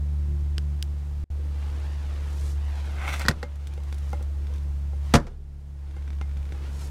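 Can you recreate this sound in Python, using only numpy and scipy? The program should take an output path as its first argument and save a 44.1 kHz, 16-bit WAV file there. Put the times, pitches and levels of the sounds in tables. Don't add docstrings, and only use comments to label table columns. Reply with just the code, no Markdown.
import sys
import numpy as np
from scipy import signal
from scipy.fft import rfft, irfft
from scipy.io import wavfile
from scipy.ndimage import uniform_filter1d

SR = 44100
rng = np.random.default_rng(int(sys.argv[2]) if len(sys.argv) > 2 else 0)


def master_out(mix):
    frames = np.transpose(np.atleast_2d(mix))
    ceiling = np.clip(frames, -1, 1)
    pcm = np.round(ceiling * 32767).astype(np.int16)
    wavfile.write(sys.argv[1], SR, pcm)


N = 304290
T = np.arange(N) / SR

IDLE_HZ, SAG_HZ_PER_S = 72.78, 0.385
# time_s, level_db
FIRING_LEVEL = [(0, -26), (.2, -25), (.78, -26.8), (1.1, -30), (1.4, -28), (2.25, -28.7), (2.52, -26),
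                (3.0, -29.5), (5.0, -27.5), (5.6, -31.5), (6.2, -26), (6.6, -31.5)]
# time_s, level_db
OCTAVE_LEVEL = [(0, -40.5), (.55, -40.5), (1.2, -46), (1.4, -51), (4.4, -48.5), (5.5, -42.5), (6.3, -49.5),
                (6.8, -45.5)]
THIRD_RE_OCTAVE_DB = -14.5
# multiple_of_firing_rate, level_re_firing_db
ENGINE_ORDERS = [(0.502, -41.5), (1.5, -31), (2.375, -35.5), (4.498, -39.5), (4.75, -37)]
# freq_hz, relative_density_db
CABIN_COLOUR = [(15, -9), (35, 7.5), (55, 1), (110, -2), (190, -11), (270, -14), (340, -17.5), (480, -20),
                (780, -19.5), (1200, -24.5), (2500, -30), (7800, -39.5), (16000, -47.5)]

# start_s, end_s, rustle_db, seat_db
BODY_MOVES = [(1.238, 2.46, -61.5, -52), (1.463, 2.527, -55, -81), (2.562, 3.29, -48.5, -52.5),
              (3.22, 4.15, -55.5, -62), (4.3, 4.53, -57.5, -50.5), (4.975, 5.2, -47.5, -56.5),
              (5.72, 6.0, -56, -64), (6.004, 6.4, -60, -75), (6.419, 6.85, -53, -50)]
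MOVE_ATTACK_S, MOVE_RELEASE_S = 0.21, 0.19
# start_s, end_s, level_db
CLOTH_SWISHES = [(2.188, 2.515, -52), (2.953, 3.21, -50), (3.5, 4.143, -63.5), (4.994, 5.08, -62.5),
                 (6.654, 6.852, -52)]
SWISH_RELEASE_S = 0.061
FIZZ_RE_RUSTLE_DB, STILL_SEAT_DB, STILL_FIZZ_DB = -12.5, -59, -69.5
# freq_hz, relative_density_db
SEAT_COLOUR = [(60, -25), (110, 9), (210, 4.5), (270, 1.5), (340, 3.5), (400, -2), (490, 1.5), (700, -18.5),
               (1500, -57)]
# freq_hz, relative_density_db
RUSTLE_COLOUR = [(250, -1), (600, 0), (900, 1.5), (2200, -4.5), (3200, -6.5), (6000, -16.5), (15000, -62)]
# freq_hz, relative_density_db
FIZZ_COLOUR = [(1500, -56), (3500, -3), (5000, -1.5), (6800, -1), (10000, -5.5), (14000, -13), (16000, -29)]

# time_s, level_db, brightness_db_per_octave
BUTTON_CLICKS = [(.5813, -21, 3.5), (.8262, -29, 9)]
# freq_hz, relative_level_db, t60_s
BUTTON_MODES = [(1550, -10.5, 0.013), (2970, 1, 0.0044), (4950, -0.5, 0.0029), (8200, -13, 0.0018)]
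# freq_hz, relative_density_db, t60_s
CABIN_SCATTER = [(40, 5.5, 0.76), (171, 11, 0.26), (487, -7.5, 0.21), (1400, -7, 0.2), (2700, -10.5, 0.069),
                 (6080, -16, 0.1), (9400, -22.5, .08), (16000, -37.5, .07)]

# start_s, end_s, level_db, treble_share (0-1)
HANDLE_PULLS = [(2.937, 3.076, -36, 0.17), (3.061, 3.14, -32.5, 0.56), (3.19, 3.206, -33, 0.3)]
PULL_RELEASE_S = 0.054
# freq_hz, width_hz, peak_db
HANDLE_RESONANCES = [(880, 550, -2), (1300, 130, -2.5), (1500, 160, 2.5), (2070, 270, 4), (2160, 110, -8.5),
                     (2570, 280, -1.5), (3100, 130, -2.5), (3480, 36, 8), (3870, 90, -7), (5740, 170, -5.5),
                     (5500, 96, -2), (7860, 840, -16.5)]
# time_s, pitch_hz, level_db
FINGER_SQUEAK = [(2.97, 697.5, -72), (3.01, 748, -50), (3.06, 801, -44), (3.085, 868, -41),
                 (3.11, 902, -70)]

# time_s, level_db, brightness_db_per_octave, bass_db
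LATCH_SNAPS = [(3.195, -45.5, 9, 0), (3.211, -35, 0.5, -0.5), (3.217, -32.5, 2, 0), (3.252, -26.5, -3, -4),
               (3.261, -28, -0.5, -5), (3.2835, -8.5, 1, -17), (3.286, -30, 2, -4), (3.3115, -23, -1.5, -9),
               (3.429, -25.5, -.5, -9)]
# freq_hz, relative_level_db, t60_s
LATCH_MODES = [(139, -18.5, .07), (216, -15.5, 0.053), (544, -20, 0.08), (1486, 3.5, 0.012),
               (1907, -3.5, 0.032), (3340, -12, 0.011), (4100, -6.5, 0.014), (4660, -7.5, 0.019),
               (5240, -10.5, 0.02), (7670, -18, 0.018), (8510, -12.5, 0.0078), (12070, -21, .018)]
# time_s, level_db, brightness_db_per_octave, bass_db
BOX_KNOCKS = [(3.283, -33, -4, 0), (5.1385, -14, 0, 0), (5.1513, -15, -.3, -3), (5.1565, -21, 1, -10),
              (5.198, -42, 0, -12), (5.2675, -37, -.5, -17)]
# freq_hz, relative_level_db, t60_s
BOX_MODES = [(54, 1, .16), (94, 3, .08), (133, 3, .13), (156, 5, .13), (200, 6, .1), (238, 6, .09),
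             (325, -4, .07), (453, -6, .13), (499, -4, .15), (566, -7, .15), (700, -3, .14), (852, -7, .08),
             (986, -6, .1), (1215, -7, .08), (1335, -11, .07), (1452, -10, .07), (1861, -10, .07),
             (2030, -13, .06), (2213, -12, .06), (2385, -14, .06), (3289, -14, .06), (4667, -15, .05),
             (5696, -14, .04)]
# time_s, level_db, brightness_db_per_octave, bass_db
LID_TAPS = [(3.289, -41.5, 2, -9), (3.302, -33.5, 4.5, 7), (3.429, -27, 0.5, -1), (3.776, -45.5, 3.5, 8),
            (4.130, -29.5, -8, -18.5), (4.207, -48.5, -5, -1), (4.931, -47.5, -7, -9),
            (5.965, -41.5, 1.5, -2.5), (6.212, -33, 0, -37), (6.545, -50, -10, -18)]
# freq_hz, relative_level_db, t60_s
LID_MODES = [(228, 1, 0.067), (360, -6.5, 0.096), (492, 7, 0.058), (578, -9.5, 0.3), (778, 8.5, 0.019),
             (830, 2.5, 0.042), (1020, -6, 0.038), (1390, -2.5, 0.033), (2110, -10, 0.13),
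             (2760, -6.5, 0.026), (4400, -35.5, 0.027)]

# start_s, end_s, ticks_per_s, level_db, brightness_db_per_octave
TRIM_CREAKS = [(3.55, 4.2, 11.6, -52.5, 8), (4.502, 4.6, 25.4, -49.5, 4), (5.897, 6.5, 22, -46, 0.5)]
TICK_SPREAD_DB = 2
# time_s, level_db, brightness_db_per_octave
TRIM_TICKS = [(3.671, -39, 4.5), (3.776, -48, 0), (3.926, -36.5, 3), (4.469, -46.5, 3.5),
              (6.078, -38.5, -2), (6.104, -35.5, -0.5), (6.130, -42, 1), (6.213, -32, -1),
              (6.369, -42.5, -1), (6.5225, -35, -0.5)]
# freq_hz, relative_level_db, t60_s
TRIM_MODES = [(1520, -2, 0.0088), (2330, -3, 0.01), (3600, -6, 0.0097), (5800, -14, .01)]
# time_s, pitch_hz, level_db before rise and decay, t60_s
BODY_SHAKE = (5.15, 34, -18, 1.4)

# start_s, end_s, gain_db
LEVEL_DIP = (1.241, 1.302, -33)
BAND_EDGE_HZ = 15950


def amp(db):
    return 10 ** (np.asarray(db) / 20)


def unit(x):
    return x / np.sqrt(np.mean(x ** 2) + 1e-20)


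def curves(rows):
    s, *columns = np.transpose(rows)
    return [np.interp(T, s, c) for c in columns]


def colour(rows, hz):
    f, *columns = np.transpose(rows)
    return [np.interp(np.log(hz + 1), np.log(f + 1), c) for c in columns]


def shaped(x, spectrum):
    db, = colour(spectrum, np.fft.rfftfreq(N, 1 / SR))
    return unit(irfft(rfft(x) * amp(db), N))


def wander(rate_hz):
    hz = np.fft.rfftfreq(N, 1 / SR)
    return unit(irfft(rfft(rng.standard_normal(N)) * np.exp(-(hz / rate_hz) ** 2), N))


def swell(start_s, end_s, attack_s, release_s):
    rise = np.clip((T - start_s) / attack_s, 0, 1)
    fall = np.clip(1 - (T - end_s) / release_s, 0, 1)
    return rise * fall


def friction(slips_per_s, spread_db, smooth):
    size = amp(spread_db * np.minimum(rng.exponential(1, N), 4))
    slipping = rng.random(N) < slips_per_s / SR
    slips = size * rng.standard_normal(N) * slipping
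    return unit(slips) + smooth * rng.standard_normal(N)


def engine(waver_db=0.52, overtone_waver_db=1.96, order_waver_db=4.5):
    firing_hz = IDLE_HZ - SAG_HZ_PER_S * T
    tone_db, = curves(FIRING_LEVEL)
    octave_db, = curves(OCTAVE_LEVEL)
    phase = 2 * np.pi * np.cumsum(firing_hz * (1 + 0.0031 * wander(9.2))) / SR
    overtones = np.sin(2 * phase) + amp(THIRD_RE_OCTAVE_DB) * np.sin(3 * phase)
    hum = amp(tone_db + waver_db * wander(32)) * np.sin(phase)
    hum += amp(octave_db + overtone_waver_db * wander(5.0)) * overtones
    for multiple, db in ENGINE_ORDERS:
        gain = amp(tone_db + db + order_waver_db * wander(4.8))
        hum += gain * np.sin(multiple * phase + 2 * np.pi * rng.random())
    return np.sqrt(2) * hum


def cabin(level_db=-45):
    return amp(level_db) * shaped(rng.standard_normal(N), CABIN_COLOUR)


def motion():
    seat, rustle, swish = np.zeros((3, N))
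    for start_s, end_s, rustle_db, seat_db in BODY_MOVES:
        speed = swell(start_s, end_s, MOVE_ATTACK_S, MOVE_RELEASE_S)
        seat += amp(seat_db) * speed
        rustle += amp(rustle_db) * speed
    for start_s, end_s, db in CLOTH_SWISHES:
        swish += amp(db) * swell(start_s, end_s, end_s - start_s, SWISH_RELEASE_S)
    fizz = np.hypot(amp(FIZZ_RE_RUSTLE_DB) * rustle, swish)
    return np.hypot(seat, amp(STILL_SEAT_DB)), rustle, np.hypot(fizz, amp(STILL_FIZZ_DB))


def glancing(x, echo=0.45, delay_s=0.0016, sway=0.299):
    late_s = delay_s * np.exp(sway * wander(2.9))
    return unit(x + echo * np.interp(T - late_s, T, x))


def clothes():
    seat_gain, rustle_gain, fizz_gain = motion()
    pressure = wander(21)
    seat = shaped(rng.standard_normal(N), SEAT_COLOUR)
    rustle = shaped(glancing(friction(1500, 2.3, 1.7)), RUSTLE_COLOUR)
    fizz = shaped(glancing(friction(3000, 7.1, 2.3)), FIZZ_COLOUR)
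    return (seat_gain * amp(1.9 * wander(4.9)) * seat
            + rustle_gain * amp(1.3 * pressure) * rustle
            + fizz_gain * amp(0.63 * pressure) * fizz)


def blow(modes, scatter_db, crack_db, crack_t60_s, rise_s):
    t = T[:SR // 2]
    ring = np.zeros(len(t))
    for k, (hz, db, t60_s) in enumerate(modes):
        ring += (-1) ** k * amp(db - 60 * t / t60_s) * np.sin(2 * np.pi * hz * t)
    hz, age_s, z = signal.stft(rng.standard_normal(len(t)), SR, nperseg=256)
    db, t60_s = colour(CABIN_SCATTER, hz[:, None])
    tail = amp(scatter_db - 60 * age_s / t60_s)
    crack = amp(crack_db - 60 * age_s / crack_t60_s)
    noise = signal.istft(z * amp(db) * (tail + crack), SR, nperseg=256)[1][:len(t)]
    return (ring + noise) * (1 - np.exp(-t / rise_s))


def contact(x, knee_hz, tilt_db, bass_db=0):
    hz = abs(np.fft.fftfreq(len(x), 1 / SR))
    db = tilt_db * np.log2((hz + 300) / 1500) + bass_db / (1 + (hz / knee_hz) ** 8)
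    response = np.exp(np.conj(signal.hilbert(np.log(amp(db)))))
    return np.fft.ifft(np.fft.fft(x) * response).real


def add(mix, start_s, sound):
    part = mix[round(start_s * SR):][:len(sound)]
    part += sound[:len(part)]


def strikes(rows, modes, scatter_db, crack_db, crack_t60_s, rise_s, knee_hz=300):
    out = np.zeros(N)
    for start_s, db, *touch in rows:
        hit = blow(modes, scatter_db, crack_db, crack_t60_s, rise_s)
        add(out, start_s, amp(db) * contact(hit, knee_hz, *touch))
    return out


def button():
    return strikes(BUTTON_CLICKS, BUTTON_MODES, scatter_db=-21, crack_db=-2, crack_t60_s=0.0071,
                   rise_s=0.00027)


def handle(jerk_db=1.0, soft_hz=2600):
    rub = friction(1800, 2.3, 0.63) * amp(jerk_db * wander(60))
    ring = np.zeros(N)
    for hz, width_hz, peak_db in HANDLE_RESONANCES:
        b, a = signal.iirpeak(hz, hz / width_hz, SR)
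        ring += amp(peak_db) * signal.lfilter(b, a, rub)
    soft = signal.sosfiltfilt(signal.butter(4, soft_hz, fs=SR, output="sos"), ring)
    out = np.zeros(N)
    for start_s, end_s, db, bite in HANDLE_PULLS:
        scrape = unit(soft + np.clip(bite, 0, 1) * (ring - soft))
        out += amp(db) * swell(start_s, end_s, end_s - start_s, PULL_RELEASE_S) * scrape
    return out


def squeak(width_hz=60):
    hz, db = curves(FINGER_SQUEAK)
    phase = 2 * np.pi * np.cumsum(hz) / SR
    sliding = (T > FINGER_SQUEAK[0][0]) * (T < FINGER_SQUEAK[-1][0])
    tone = wander(width_hz) * np.cos(phase) + wander(width_hz) * np.sin(phase)
    return sliding * amp(db) * tone


def latch():
    return strikes(LATCH_SNAPS, LATCH_MODES, scatter_db=-6, crack_db=6.0, crack_t60_s=0.037,
                   rise_s=0.00029)


def box():
    return strikes(BOX_KNOCKS, BOX_MODES, scatter_db=13, crack_db=10, crack_t60_s=0.03, rise_s=0.00038)


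def lid():
    return strikes(LID_TAPS, LID_MODES, scatter_db=-2.0, crack_db=6.5, crack_t60_s=0.013,
                   rise_s=0.00097, knee_hz=610)


def creak_ticks():
    ticks = []
    for start_s, end_s, per_s, db, bright in TRIM_CREAKS:
        chance = rng.random((40, 2))
        for s, (late, size) in zip(np.arange(start_s, end_s, 1 / per_s), chance):
            ticks.append((s + late / per_s, db + TICK_SPREAD_DB * (2 * size - 1), bright))
    return ticks


def trim():
    ticks = list(TRIM_TICKS) + creak_ticks()
    return strikes(ticks, TRIM_MODES, scatter_db=-11, crack_db=6.5, crack_t60_s=0.026, rise_s=0.00022)


def body_shake(rise_s=0.061):
    start_s, hz, db, t60_s = BODY_SHAKE
    age_s = np.maximum(T - start_s, 0)
    envelope = amp(db - 60 * age_s / t60_s) * (1 - np.exp(-age_s / rise_s))
    return envelope * np.sin(2 * np.pi * hz * age_s)


def scene():
    idling = engine() + cabin()
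    rubbing = clothes() + handle() + squeak()
    blows = button() + latch() + box() + lid() + trim()
    return (idling + rubbing + blows + body_shake())[None]


def record(dry, threshold_db=-23, hold_fall_db_per_s=13, attack_s=0.051, ceiling=0.81, slope=0.71):
    power_db = 10 * np.log10(abs(uniform_filter1d(dry[0] ** 2, size=600)) + 1e-12)
    fall_db = hold_fall_db_per_s * T
    held_db = np.maximum.accumulate(power_db + fall_db) - fall_db
    over_db = np.maximum(held_db - threshold_db, 0)
    keep = np.exp(-1 / (attack_s * SR))
    duck_db = slope * signal.lfilter([1 - keep], [1, -keep], over_db)
    start_s, end_s, dip_db = LEVEL_DIP
    dip = np.where((T > start_s) & (T < end_s), amp(dip_db), 1.)
    x = dry * amp(-duck_db) * uniform_filter1d(dip, size=60)
    x = x / (1 + (x / ceiling) ** 6) ** (1 / 6)
    lowpass = signal.firwin(511, BAND_EDGE_HZ, window=("kaiser", 9), fs=SR)
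    return signal.oaconvolve(x, lowpass[None], "same")


dry = scene()
out = record(dry)
master_out(out)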